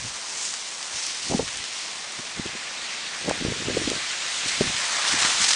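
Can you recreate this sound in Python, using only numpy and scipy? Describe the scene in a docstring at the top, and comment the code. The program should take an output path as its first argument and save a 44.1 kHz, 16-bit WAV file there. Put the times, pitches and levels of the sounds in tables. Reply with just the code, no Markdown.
"""A slushy road, heard from a snowy bank above it. One car swishes away through the wet ruts,
then another comes closer. Their tyres roar on the road, hiss through the water and fling
lumps of slush that burst into droplets. Short gusts of wind rumble and thump on the
microphone, melt water ticks nearby, and a far-off town hums underneath."""
import sys
import numpy as np
from scipy import signal
from scipy.fft import rfft, irfft, next_fast_len
from scipy.io import wavfile
from scipy.ndimage import uniform_filter1d

SR = 44100
rng = np.random.default_rng(int(sys.argv[2]) if len(sys.argv) > 2 else 0)


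def store_wav(level_fs):
    """Save 16-bit WAV to argv[1]."""
    pcm = np.round(np.clip(np.atleast_2d(level_fs), -1, 1) * 32767)
    wavfile.write(sys.argv[1], SR, pcm.T.astype(np.int16))


N = 244755
TIME = np.arange(N) / SR

# puddles the tyres swish through: (time [s], half length [s], rise of the spray [dB], pitch [Hz])
PUDDLES = [(0.043, .06, 2, 5900), (0.294, 0.052, 0.5, 6000), (0.452, 0.096, 4.5, 7200),
           (0.803, .04, 0.5, 5800), (0.994, 0.068, 2.5, 6000), (1.066, 0.11, 2.5, 5600),
           (1.274, 0.073, 2, 4560), (1.8, 0.059, 2.5, 5100), (3.855, 0.11, 1.5, 5500),
           (4.317, .05, 0.2, 3000), (4.513, 0.04, 3, 3800), (5.106, .03, 2, 3800), (5.224, 0.1, 1.5, 3800),
           (5.436, 0.023, 2.5, 4600)]
PUDDLE_HISS_SHARE = 0.74  # how much of that rise the wet hiss gets
# gusts on the microphone: (time of the peak [s], level [dB], half length [s], upper edge [Hz])
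GUSTS = [(0.044, -41.5, 0.04, 198), (.965, -48, 0.0073, 220), (1.328, -23.5, 0.015, 770),
         (1.398, -22, 0.0047, 850), (1.419, -31.5, .01, 670), (1.571, -52, 0.039, 160),
         (2.19, -38.5, 0.0078, 450), (2.39, -40.5, 0.02, 400), (2.463, -36, 0.017, 447),
         (2.55, -39.5, 0.0083, 450), (3.3, -27, 0.028, 734), (3.42, -30.5, 0.015, 423),
         (3.48, -28.5, 0.016, 530), (3.577, -35, 0.051, 460), (3.703, -30, .03, 516),
         (3.778, -26.5, 0.0057, 600), (3.817, -35, 0.056, 470), (3.918, -34, 0.034, 615),
         (4.462, -37.5, 0.007, 358), (4.616, -21, 0.0072, 590), (4.646, -33.5, 0.033, 337),
         (5.15, -40, 0.022, 330), (5.25, -40.5, 0.036, 325), (5.42, -45.5, 0.052, 280)]


def cars():
    """One car fades round the bend as the next draws near."""
    start_s, fade_s = 2.11, 0.5
    handover = np.pi / 2 * np.clip((TIME - start_s) / fade_s, 0, 1)
    return np.cos(handover) * leaving_car() + np.sin(handover) * nearing_car()


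def leaving_car():
    """A car swishes away through the ruts; each puddle lifts its hiss and spray."""
    # loudness of its tyres: (time [s], roar [dB], wet hiss [dB], spray [dB])
    levels = [(0, -45, -40, -37.5), (.3, -41.5, -39, -34.5), (.66, -46, -39, -36), (.88, -43, -39.5, -36.5),
              (1.08, -45, -37, -35.5), (1.4, -45, -37, -34.5), (1.65, -44.5, -35.5, -37),
              (2.05, -44, -38.5, -38.5)]
    # tone of its tyres: (frequency [Hz], relative level [dB])
    colour = [(150, -34), (350, -21), (550, -13.5), (750, -7.5), (1000, -4), (1400, -7), (2000, -4.5),
              (3000, -3.5), (4500, -2), (5800, -2.5), (7500, -6), (9000, -9), (10000, -12), (10600, -13)]
    roar_db, hiss_db, spray_db = follow(levels)
    rise_db, puddle_hz = puddle_rise(), follow(PUDDLES)[-1]
    noise = slush(colour, grain=0.53, patchy_db=0.45,
                  peak_hz=puddle_hz, peak_db=0.87 * rise_db, octaves=0.15)
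    hiss_db += PUDDLE_HISS_SHARE * rise_db
    return tyres(noise, roar_db, hiss_db, spray_db + rise_db, flutter_db=0.67)


def nearing_car():
    """A car rolls closer at a steady speed, growing louder, brighter and grainier."""
    # tone of its tyres: (frequency [Hz], relative level [dB])
    colour = [(180, -36), (350, -21), (550, -12), (750, -5.5), (1100, -2.5), (1500, -3.5), (2200, -9.5),
              (3600, -7), (4700, -6.5), (6400, -6), (8300, -9.5), (9300, -13), (10000, -14), (10600, -17)]
    alongside_s, speed_m_per_s, closest_m = 5.59, 8.54, 4.3
    near = closest_m / np.hypot(closest_m, speed_m_per_s * (TIME - alongside_s))  # 1 when alongside
    rise_db = puddle_rise()
    # each level drops by a fixed number of dB for every tenfold distance
    roar_db = -36.5 + 9.2 * np.log10(near)
    hiss_db = -24.5 + 14.35 * np.log10(near) + PUDDLE_HISS_SHARE * rise_db
    spray_db = -26 + 18.2 * np.log10(near) + rise_db
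    # the wedge between tyre and road acts as a horn, beaming the roar ahead of the car
    roar_db += 6.5 * bell(s=5.14, length=0.28)
    # the tread hums in the wet ruts, lower and fainter as it comes alongside
    far_hz, near_hz = 2240, 1650
    tread_hz = far_hz + (near_hz - far_hz) * near ** 2
    noise = slush(colour, grain=0.12 + 0.52 * near, patchy_db=1.16,
                  peak_hz=tread_hz, peak_db=3.6 * (1 - near), octaves=0.31)
    return tyres(noise, roar_db, hiss_db, spray_db, flutter_db=1.5 * near)


def tyres(noise, roar_db, hiss_db, spray_db, flutter_db):
    """Low tread roar, wet hiss and high, fine spray; the finest water flutters most."""
    low = lambda f: below(f, 1840, order=4) ** 2
    high = lambda f: 1 - below(f, 5160, order=4) ** 2
    roar = unit(shaped(noise, low)) * amp(roar_db)
    hiss = unit(shaped(noise, lambda f: 1 - low(f) - high(f))) * amp(hiss_db)
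    spray = unit(shaped(noise, high)) * amp(spray_db)
    flutter = flutter_db * wander(hz=45.4)
    return (roar + hiss) * amp(0.79 * flutter) + spray * amp(flutter)


def slush(colour, grain, patchy_db, peak_hz, peak_db, octaves):
    """Water leaves the tread in uneven patches, from smooth sheets (grain 0) to droplets (grain 1)."""
    # steady resonances of the street: (frequency [Hz], width [Hz], boost or cut [dB])
    street = [(910, 110, -1.5), (1390, 140, 0.5), (2000, 520, 1.3), (3250, 130, 0), (4700, 930, -1)]
    sheets = np.sqrt(1 - grain) * rng.standard_normal(N)
    drops = np.sqrt(grain) * droplets(per_s=5000, spread_db=3.0)
    # cut the sound into short slices so that its tone can change over time
    f, t, slices = signal.stft(sheets + drops, SR, nperseg=512, noverlap=384)
    f = f[:, None]
    patches = uniform_filter1d(rng.standard_normal(slices.shape), size=8, axis=0)  # smooth over pitch
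    patches = unit(uniform_filter1d(patches, size=14, axis=1))  # and over time
    tone_db = read(colour, f) + patchy_db * patches
    tone_db += sum(db * np.exp(-2 * ((f - hz) / width) ** 2) for hz, width, db in street)
    tone_db += np.interp(t, TIME, peak_db) * hump(f, np.interp(t, TIME, peak_hz), octaves)  # gliding peak
    return signal.istft(slices * amp(tone_db), SR, nperseg=512, noverlap=384)[1][:N]


def puddle_rise():
    """The rise in dB as the tyres plough through one puddle after another."""
    return sum(db * bell(s, length) for s, length, db, _ in PUDDLES)


def droplets(per_s, spread_db):
    """Countless tiny impacts, a few of them much larger than the rest."""
    size = amp(spread_db * np.minimum(rng.exponential(1, N), 3.8))
    return unit(size * rng.choice([-1, 1], N) * (rng.random(N) < per_s / SR))


def splats():
    """Each lump of slush bursts into a short cloud of droplets."""
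    # big lumps thrown by the tyres: (time [s], level [dB], half length [s], pitch [Hz])
    lumps = [(0.542, -35, 0.012, 1320), (1.486, -30.5, 0.0059, 2150), (2.049, -36, 0.0066, 1400),
             (3.298, -23, 0.0022, 1850), (4.486, -25, 0.0075, 4900), (5.052, -20.5, 0.0018, 1700),
             (5.124, -21, 0.0049, 3800), (5.204, -22, 0.0065, 4200), (5.233, -18, 0.0031, 1880),
             (5.252, -21, 0.0076, 1730), (5.453, -23, 0.0099, 3950), (5.535, -19.5, 0.0056, 3800)]
    out, t = np.zeros(N), np.arange(-2048, 2048) / SR
    cloud = droplets(per_s=14000, spread_db=2.0)
    for s, db, length, hz in lumps:
        drops = np.roll(cloud, rng.integers(N))[:len(t)]
        burst = unit(shaped(drops, lambda f: hump(f, hz, octaves=1.0)))
        add(out, s + t[0], amp(db) * burst * np.exp(-2 * (t / length) ** 2))
    return out


def gusts(lumpy_db):
    """Air churns over the microphone; a gust starts and ends as a rumble and is brightest at its peak."""
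    out, t = np.zeros(N), np.arange(-16384, 16384) / SR
    lumps = unit(amp(lumpy_db * wander(hz=70.0)))
    for s, db, length, hz in GUSTS:
        cut_highs = lambda f: below(f, hz, order=4) * below(f, 0.99 * hz, order=1)
        cut_lows = lambda f: (1 - below(f, 0.29 * hz, order=1) ** 2) ** 0.63
        air = unit(shaped(rng.standard_normal(len(t)), lambda f: cut_highs(f) * cut_lows(f)))
        rumble = shaped(air, lambda f: below(f, 0.35 * hz, order=2))
        swell = 1 / np.cosh(np.minimum(abs(t) / length, 20))
        blow = rumble * swell ** 0.77 + (air - rumble) * swell ** 2.1
        blow *= np.roll(lumps, rng.integers(N))[:len(t)]
        add(out, s + t[0], amp(db) * unit(blow) * np.sqrt(np.mean(swell ** 2)))
    return out


def eddies():
    """Small whirls of air thump the microphone: the pressure swings briefly and dies away."""
    # the hardest whirls: (time [s], peak level [dB], pitch [Hz], time to build and to die [s])
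    thumps = [(1.35, -13.5, 223, 0.0021), (1.398, -13, 433, 0.0024), (2.398, -17.5, 195, 0.0014),
              (2.458, -25, 286, 0.002), (3.312, -8, 637, 0.00062), (3.451, -11.5, 220, 0.00067),
              (3.486, -15, 180, 0.0013), (3.686, -16.5, 325, 0.0011), (3.772, -10.5, 440, 0.0021),
              (3.877, -14, 292, .0018), (3.918, -15, 427, 0.0011), (4.61, -17.5, 230, 0.0024),
              (4.616, -15, 367, 0.0016), (5.143, -22, 290, .0022)]
    out, t = np.zeros(N), np.arange(-2048, 2048) / SR
    for s, db, hz, fade_s in thumps:
        swing = np.cos(2 * np.pi * (hz * t + rng.random())) * np.exp(-abs(t) / fade_s)
        swing = shaped(swing, lambda f: below(f, 4 * hz, order=4))
        add(out, s + t[0], amp(db) * swing / abs(swing).max())
    return out


def wakes(relative_db, rise_s, fall_s):
    """The air stays stirred for a moment after each gust, leaving a faint rumble."""
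    power = np.zeros(N)
    for s, db, *_ in GUSTS:
        swell = np.exp(-np.maximum((s - TIME) / rise_s, (TIME - s) / fall_s))
        power += amp(db + relative_db) ** 2 * swell
    rumble = unit(shaped(rng.standard_normal(N), lambda f: below(f, hz=160, order=3)))
    return np.sqrt(power) * rumble


def drips(decay_s):
    """Drops of melt water land with a dry tick."""
    # drops close by: (time [s], peak level [dB], pitch [Hz])
    drops = [(.058, -18.5, 6500), (0.453, -14.5, 6500), (0.54, -14, 5500), (.829, -16, 5060),
             (1.067, -12.5, 7000), (1.479, -13.5, 3540), (1.573, -14, 8000), (1.641, -15.5, 3580),
             (2.123, -23, 6000), (2.464, -17.5, 6000), (3.295, -11, 6250), (3.901, -7, 6500)]
    out, t = np.zeros(N), np.arange(1024) / SR
    for s, db, hz in drops:
        noise = shaped(rng.standard_normal(len(t)), lambda f: hump(f, hz, octaves=0.89))
        tick = noise * np.exp(-t / decay_s)
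        add(out, s - decay_s / 2, amp(db) * tick / abs(tick).max())
    return out


def town():
    """A low wash of engines and distant traffic."""
    # tone of the far-off town: (frequency [Hz], relative level [dB])
    colour = [(20, -9), (50, -10), (100, -11.5), (190, -2), (280, -4), (400, -3), (650, -2.5), (1200, -12),
              (3000, -53)]
    # its loudness, swelling as the car nears: (time [s], level [dB])
    levels = [(0, -52.5), (.8, -52.5), (1.9, -52), (3, -49), (4.3, -49), (5.2, -48), (5.55, -46.5)]
    wash = unit(shaped(rng.standard_normal(N), lambda f: amp(read(colour, f))))
    return wash * amp(follow(levels)[0] + wander(hz=8.2))


def amp(db):
    """Turns decibels into a number to multiply by."""
    return 10 ** (np.asarray(db) / 20)


def unit(x):
    """Scales a signal to an average power of 1."""
    return x / np.sqrt(np.mean(x ** 2) + 1e-20)


def follow(rows):
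    """Joins the rows of a table over time, giving one curve for each column after the first."""
    times, *columns = np.transpose(rows)
    return [np.interp(TIME, times, column) for column in columns]


def read(points, hz):
    """Looks up the level in dB at any frequency in a tone table."""
    f, db = np.transpose(points)
    return np.interp(np.log(hz + 1), np.log(f + 1), db)


def shaped(x, gain):
    """Filters x: each frequency f is multiplied by gain(f)."""
    size = next_fast_len(len(x))
    f = np.fft.rfftfreq(size, 1 / SR) + 1e-3
    return irfft(rfft(x, size) * gain(f), size)[:len(x)]


def below(f, hz, order):
    """A filter curve that keeps what lies below hz; a higher order cuts more steeply."""
    return 1 / np.sqrt(1 + (f / hz) ** (2 * order))


def hump(f, hz, octaves):
    """A filter curve that keeps what lies around hz."""
    return np.exp(-.5 * (np.log2((f + 1) / hz) / octaves) ** 2)


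def bell(s, length):
    """A smooth swell of height 1 around time s."""
    return np.exp(-((TIME - s) / length) ** 2)


def wander(hz):
    """A random wobble, up to about hz times a second."""
    return unit(shaped(rng.standard_normal(N), lambda f: below(f, hz, order=2)))


def add(mix, s, sound):
    """Mixes a sound in at time s."""
    start = round(s * SR)
    sound = sound[max(-start, 0):]
    part = mix[max(start, 0):][:len(sound)]
    part += sound[:len(part)]


def scene():
    """Road, drips and town, with the wind on top."""
    outdoors = cars() + splats() + drips(decay_s=0.0011) + town()
    wind = gusts(lumpy_db=6.0) + wakes(relative_db=-21, rise_s=0.023, fall_s=0.039) + eddies()
    return (outdoors + wind)[None]


def record(dry):
    """A small camera microphone loses the deepest bass and cuts off the highest treble sharply."""
    thin = shaped(dry[0], lambda f: (1 - below(f, 19, order=1) ** 2) * below(f, 9570, order=16))
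    treble_cut = signal.firwin(511, cutoff=10600, window=("kaiser", 9), fs=SR)
    return signal.oaconvolve(thin, treble_cut, "same")[None]


dry = scene()
out = record(dry)
store_wav(out)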